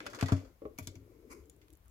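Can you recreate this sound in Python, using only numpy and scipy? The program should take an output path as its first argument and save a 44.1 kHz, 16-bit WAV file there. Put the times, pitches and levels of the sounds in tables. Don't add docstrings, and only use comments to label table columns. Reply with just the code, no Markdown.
import sys
import numpy as np
from scipy import signal
from scipy.fft import rfft, irfft
from scipy.io import wavfile

SR = 44100
rng = np.random.default_rng(int(sys.argv[2]) if len(sys.argv) > 2 else 0)


def ratio_of_db(decibels):
    return 10 ** (np.asarray(decibels, float) / 20)


def dump(signal):
    limited = np.clip(np.atleast_2d(signal).T, -1, 1)
    pcm = np.round(limited * 32767).astype(np.int16)
    wavfile.write(sys.argv[1], SR, pcm)


N = 83790


def level(x, db):
    return x * ratio_of_db(db) / np.sqrt(np.mean(x ** 2))


def curve(rows):
    return ratio_of_db(np.interp(np.arange(N) / SR, *np.array(rows).T[:2]))


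def band(x, hz, width_hz):
    hz = min(hz, SR / 2.3)
    return signal.lfilter(*signal.iirpeak(hz, hz / min(width_hz, SR / 4), fs=SR), x)


def butter(x, order, hz, kind):
    return signal.sosfilt(signal.butter(order, hz, kind, fs=SR, output="sos"), x)


def fade(t60, count):
    return np.exp(-np.log(1000) * np.arange(count) / SR / t60)


def add(out, s, x):
    i = int(s * SR)
    out[i:i + len(x)] += x[:N - i]


def snaps(rows, wall, turns, tilt_db):
    out = np.zeros(N)
    for s, db, hz, t60, treble_db in rows:
        a, b, c = rng.standard_normal((3, 8192))
        grit = ratio_of_db(1.5 * np.repeat(c[:256], 32)) + ratio_of_db(1) * fade(0.005, 8192)
        burst = grit * fade(t60, 8192)
        ring = band(band(a * burst, hz, hz / turns), hz, 3.3 * hz)
        spray = np.zeros(8192)
        for (f, width, peak_db), chance in zip(wall, c[300:]):
            gain = ratio_of_db(peak_db + 1.5 * chance + tilt_db * np.log2(f)) / np.sqrt(width)
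            spray += gain * band(band(b * burst, f, width), f, 3 * width)
        ring = ring / np.abs(ring).max()
        spray = spray / np.abs(spray).max()
        add(out, s, ratio_of_db(db) * (ring + ratio_of_db(treble_db) * spray))
    return out


def strike(modes, db, contact_ms, high_db=0., low_db=0.):
    t = np.arange(16384) / SR
    hz, mode_db, t60 = np.array(modes).T
    gain_chance, pitch_chance = rng.standard_normal((2, len(hz)))
    gain = ratio_of_db(mode_db + np.where(hz > 200, high_db, low_db) + 2.1 * gain_chance)
    gain = gain * (-1) ** np.arange(len(hz))
    lead = np.where(hz > 200, 0, np.pi / 2)[:, None]
    phase = 2 * np.pi * np.outer(hz * (1 + 0.0098 * pitch_chance), t) + lead
    bloom_ms = 1.8
    bloom = 1 - np.outer(np.where(hz > 300, .2, .9), np.exp(-t * 1000 / bloom_ms))
    ring = gain @ (np.sin(phase) * np.exp(-np.log(1000) * t / t60[:, None]) * bloom)
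    push = t[:400] * np.exp(-t[:400] * 5000 / contact_ms)
    return ratio_of_db(db) * np.convolve(ring, push / push.sum())


def strikes(modes, rows):
    out = np.zeros(N)
    for s, *blow in rows:
        add(out, s, strike(modes, *blow))
    return out


def bottle_crackles():
    # start in seconds, level in dB, centre in Hz, t60 in seconds, treble in dB.
    crackles = [(.004, -35.5, 1320, 0.036, -14), (.013, -52, 2200, 0.58, -9.5), (.057, -46, 1230, 0.09, -9),
                (.0648, -33.5, 1460, 0.049, -6), (.072, -43.5, 2200, 0.044, -5),
                (.100, -52, 1170, 0.2, 1.5), (.1331, -41, 1240, 0.098, -7.5), (.1471, -44, 1150, 0.12, 2.5),
                (.188, -41, 1400, 0.24, -6.5), (.2106, -32, 1410, 0.04, -5),
                (.2110, -31.5, 2560, 0.022, -9), (.226, -31, 1150, 0.038, -8),
                (.2295, -45, 950, 0.063, 6.5), (.2593, -44, 4100, 0.11, 2), (.284, -34.5, 1120, 0.15, -6.5),
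                (.3206, -32.5, 1410, 0.068, -7.5), (.345, -52.5, 1100, 0.39, -2.5),
                (.365, -52, 2270, 0.2, -2.5), (.40, -63.5, 2200, 0.22, 1), (.448, -59, 1150, 0.21, -3.5),
                (.618, -64, 1480, 0.088, -38), (.653, -57.5, 1850, 0.06, -34), (.779, -54, 2300, 0.18, 1),
                (.7861, -49.5, 2160, 0.057, 5), (.826, -69, 2330, 0.47, 11.5), (.8725, -48, 3500, 0.04, 11),
                (.9547, -56.5, 2500, 0.066, 4.5), (1.6157, -60.5, 2200, 0.16, -3.5)]
    # frequency in Hz, width in Hz, level in dB.
    wall_peaks = [(2310, 410, 1), (3500, 260, 2), (4800, 1420, 7), (6230, 2000, 6.5), (6500, 2200, -6.5),
                  (7500, 2000, -10.5), (9260, 2000, -4.5), (10530, 2300, 0.5), (13700, 1600, -11)]
    return snaps(crackles, wall_peaks, turns=2.6, tilt_db=-2.0)


def bottle_knocks():
    # frequency in Hz, level in dB, t60 in seconds.
    body = [(96, -3.5, 0.19), (130, -12.5, 0.14), (153.2, -12.5, 0.15), (267, -3.5, 0.19),
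            (460, -22, 0.048), (602.5, -16, 0.15), (683, -12.5, 0.075), (936, -11, 0.039),
            (1150, -17.5, 0.1), (1410, -15, 0.06), (1544, -15, 0.09), (392, -11, 0.035)]
    # start in seconds, level in dB, contact in ms, upper modes in dB, lowest modes in dB.
    knocks = [
        (.2250, -22, 0.5, -4.5, 3),
        (.3200, -19, 1.17, 1, 4),
        (.432, -42, 3.6, 6, -18),
        (0.7866, -37, 0.68, 2, -33),
        (.806, -37.5, 5.1, 9.5, 6),
        (0.8719, -43.5, 0.23, -1, 2),
        (0.891, -53, 8.7, -6, 11.5),
        (0.9557, -47, 0.82, -3.5, 3),
        (1.015, -55, 1.8, -2.5, 8),
    ]
    return strikes(body, knocks)


def sill_bends():
    # start in seconds, level in dB.
    sweeps = [
        (0.2253, -23),
        (0.3205, -21),
        (0.7875, -43.5),
        (0.8722, -43.5),
    ]
    turns_per_root_s, peak_ms = 20.95, 3.28
    out, t = np.zeros(N), np.arange(2048) / SR
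    x = t * 1000 / peak_ms
    swell = np.sqrt(x) * np.exp((1 - x ** 2) / 4)
    for s, db in sweeps:
        add(out, s, ratio_of_db(db) * swell * np.cos(2 * np.pi * turns_per_root_s * np.sqrt(t)))
    return out


def rim_clacks():
    # frequency in Hz, level in dB, t60 in seconds.
    near_rim = [(1170, -2.5, 0.057), (2000, -12, 0.068), (2270, 2, 0.061), (2450, -3.5, 0.057),
                (5570, -2, 0.029), (5670, -3, 0.029), (6130, 5, 0.022), (7050, -0.5, 0.042),
                (7350, -10, 0.023)]
    far_rim = [(2183, -17, 0.09), (2960, -13, 0.028), (3560, 0.5, 0.018), (4140, -8, 0.038),
               (5610, -1, 0.02), (6140, -2, 0.013), (6886, 4, 0.015), (7720, -6, 0.023)]
    # start in seconds, level in dB, contact in ms.
    near_hits = [
        (.7862, -48, 0.045),
        (.7935, -55.5, 0.12),
        (.9548, -66.5, 0.036),
    ]
    far_hits = [
        (0.8717, -45, 0.027),
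        (0.8754, -56, 0.045),
    ]
    return strikes(near_rim, near_hits) + strikes(far_rim, far_hits)


def dent_pops():
    # frequency in Hz, level in dB, t60 in seconds.
    hum_modes = [(577, 0, 0.14)]
    ping_modes = [(1900, 2, 0.13), (1900, -17, 0.032)]
    # start in seconds, level in dB, contact in ms.
    hum_hits = [
        (.06, -37, 1.36),
    ]
    ping_hits = [
        (0.2603, -42.5, 0.12),
    ]
    return strikes(hum_modes, hum_hits) + strikes(ping_modes, ping_hits)


def jar_taps():
    # frequency in Hz, level in dB, t60 in seconds.
    jar_modes = [(315.5, 0, 0.075), (398, -13.5, 0.091), (429.5, 1.5, 0.087), (548, -1.5, 0.041),
                 (610, -7.5, 0.08), (806, -19.5, 0.088), (1123, -10, 0.063), (1320, -20, 0.034)]
    # start in seconds, level in dB, contact in ms.
    taps = [
        (.6185, -43.5, 0.37),
        (.636, -45, 0.96),
        (.6535, -36.5, 0.13),
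        (.668, -45, 0.86),
        (.716, -75, 0.69),
    ]
    return strikes(jar_modes, taps)


def jar_rub():
    # time in seconds, level in dB.
    effort = [
        (1.05, -85.5),
        (1.12, -80.5),
        (1.26, -84),
        (1.296, -77),
        (1.305, -59.5),
        (1.330, -54),
        (1.345, -68),
        (1.385, -70.5),
        (1.44, -81),
        (1.5, -102),
    ]
    # frequency in Hz, width in Hz, level in dB.
    jar_peaks = [(1093, 340, 3), (1293, 100, -11.5), (2200, 400, 0.5), (5100, 1200, -3.5),
                 (6280, 790, -2.5), (7300, 780, -4.5), (10900, 4600, -2.5)]
    slips = rng.standard_normal(N) * ratio_of_db(2.65 * rng.exponential(size=N))
    rubbed = np.zeros(N)
    for f, width, db in jar_peaks:
        peak = band(band(band(slips, f, 1.24 * width), f, width), f, 3 * width)
        rubbed += ratio_of_db(db) * level(peak, 0)
    return curve(effort) * level(rubbed, 0)


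def tube_ticks():
    # start in seconds, level in dB, centre in Hz, t60 in seconds, treble in dB.
    ticks = [(1.439, -70, 3300, .01, -15), (1.457, -62, 7200, 0.02, -20), (1.462, -79, 3300, .01, -23),
             (1.468, -76, 7150, 0.057, -20), (1.4975, -54.5, 7200, 0.021, 8.5),
             (1.501, -67, 3540, 0.0055, 6), (1.5638, -62.5, 9200, 0.0062, -14),
             (1.6826, -63.5, 1070, 0.01, -1), (1.683, -65, 3460, .012, -15),
             (1.7035, -59.5, 3160, 0.017, 3.5), (1.7295, -55, 10000, 0.0054, -12),
             (1.735, -61, 7500, 0.01, 6), (1.753, -71, 7350, 0.012, 12), (1.772, -58, 12500, 0.01, -25),
             (1.8522, -71, 9000, 0.0079, -2), (1.846, -70, 10700, .008, -7),
             (1.8585, -65, 11100, 0.0072, -3), (1.857, -68.5, 1180, 0.19, -6),
             (1.8816, -62, 7500, 0.0082, 5), (1.897, -66, 7200, 0.016, -12)]
    sprays = [
        (.779, -62, 12600, 0.17, -3),
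        (0.786, -42.5, 12500, 0.064, -2.5),
        (.826, -59, 12400, 0.24, 1),
        (0.8732, -42.5, 10900, 0.051, -5),
        (.9550, -60, 11300, 0.033, -0.5),
    ]
    # frequency in Hz, width in Hz, level in dB.
    tube_peaks = [(2300, 610, -9.5), (3300, 1000, -6.5), (5200, 1300, -28), (7200, 790, -1.5),
                  (9530, 1200, -3.5), (11000, 1900, 1.5), (14400, 5800, -5)]
    return snaps(ticks + sprays, tube_peaks, turns=4.4, tilt_db=1.3)


def gurgle():
    # time in seconds, level in dB.
    flow = [(0, -55), (.2, -52.5), (.45, -55), (.52, -69.5), (.59, -82), (.7, -62), (.77, -68), (.9, -59),
            (1.03, -65.5), (1.2, -63), (1.3, -57), (1.38, -56.5), (1.43, -66), (1.56, -69), (1.63, -66.5),
            (1.75, -71.5), (1.81, -119), (1.9, -89)]
    out, t = np.zeros(N), np.arange(2048) / SR
    count = int(600 * N / SR)
    starts = rng.uniform(0, N / SR, count)
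    for s, size, force in zip(starts, rng.standard_normal(count), rng.exponential(size=count)):
        centre_hz = np.interp(s, [.4, .9], (415, 372.5))
        spread = np.interp(s, [.4, .9], (0.304, 0.18))
        hz = centre_hz * np.exp(spread * size)
        x = t * hz / 5.45
        add(out, s, ratio_of_db(2.38 * force) * x ** 2 * np.exp(-6. * x) * np.sin(2 * np.pi * hz * t))
    return level(out, 0) * curve(flow)


def thumps():
    # start in seconds, level in dB, frequency in Hz, length in seconds.
    swells = [(0.059, -55, 87, 0.033), (0.128, -54.5, 113, 0.053), (0.438, -53.5, 57.7, 0.062),
              (0.628, -55.5, 62, 0.089), (0.832, -56, 55.6, 0.093), (0.967, -61, 69.3, 0.092),
              (1.07, -60, 101.7, 0.069), (1.294, -59.5, 54, 0.047), (1.38, -55, 71, 0.084),
              (1.585, -71, 58, 0.029), (1.691, -58, 62.2, 0.079), (1.822, -56.5, 62, 0.1)]
    rumble_hz, width_hz = 61, 55
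    out = level(band(band(rng.standard_normal(N), rumble_hz, width_hz), rumble_hz, 2 * width_hz), -66.5)
    for s, db, hz, length in swells:
        t = np.arange(int(length * SR)) / SR
        add(out, s, ratio_of_db(db) * np.sin(np.pi * t / length) * np.sin(2 * np.pi * hz * t))
    return out


def hiss():
    # frequency in Hz, level in dB per Hz.
    colour = [(70, 13.5), (330, 9), (1000, 1.5), (5000, -10), (7000, -10.5), (8600, -14), (12800, -5),
              (16000, -8)]
    f = np.maximum(np.fft.rfftfreq(N, 1 / SR), 1)
    hz, db = np.array(colour).T
    mid, side = rfft(rng.standard_normal((2, N))) * ratio_of_db(np.interp(np.log(f), np.log(hz), db))
    scale = ratio_of_db(-77) / np.sqrt(np.mean(irfft(mid * (f > 600), N) ** 2))
    side = side * np.clip(f / 700, .25, 1)
    return scale * irfft(np.array([mid + side, mid - side]), N)


def room(near_hz, sides):
    near = rng.standard_normal(16384) * fade(0.0039, 16384)
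    tail = rng.standard_normal((2, 16384)) * fade(0.21, 16384)
    near = butter(near / np.sqrt(np.sum(near ** 2)), 4, near_hz, "high")
    tail = butter(tail / np.sqrt(np.sum(tail[0] ** 2)), 3, [380, 7500], "band")
    echo = ratio_of_db(-13.5) * near * sides + ratio_of_db(-6) * tail
    echo[:, 0] += 1
    return echo


def crisp():
    return bottle_crackles() + tube_ticks() + rim_clacks() + jar_rub()


def scene():
    near_hz = 444
    sides = np.array([[1], [-1]])
    blows = bottle_knocks() + jar_taps() + dent_pops()
    knocks = butter(blows, 2, 70, "high") + sill_bends()
    water = gurgle() + thumps()
    dry = knocks + crisp() + water
    upper_cut = signal.butter(3, 400, "high", fs=SR, output="sos")
    upper = signal.hilbert(signal.sosfiltfilt(upper_cut, knocks))
    difference = crisp() + 0.11 * water + ratio_of_db(-4.5) * upper.imag - 0.29 * upper.real
    heard = signal.fftconvolve(dry[None], room(near_hz, sides), axes=1)[:, :N]
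    heard = heard + difference * sides + hiss()
    low = signal.sosfiltfilt(signal.butter(2, near_hz, fs=SR, output="sos"), heard)
    bass_pan_db, treble_pan_db = 5, 3
    return low * ratio_of_db(sides * bass_pan_db / 2) + (heard - low) * ratio_of_db(sides * treble_pan_db / 2)


def roll_off(x):
    return signal.sosfilt(signal.butter(12, 16510, fs=SR, output="sos"), x)


def record(dry):
    top_cut = signal.ellip(8, .2, 70, 15800, fs=SR, output="sos")
    return roll_off(signal.sosfilt(top_cut, dry))


dry = scene()
out = record(dry)
dump(out)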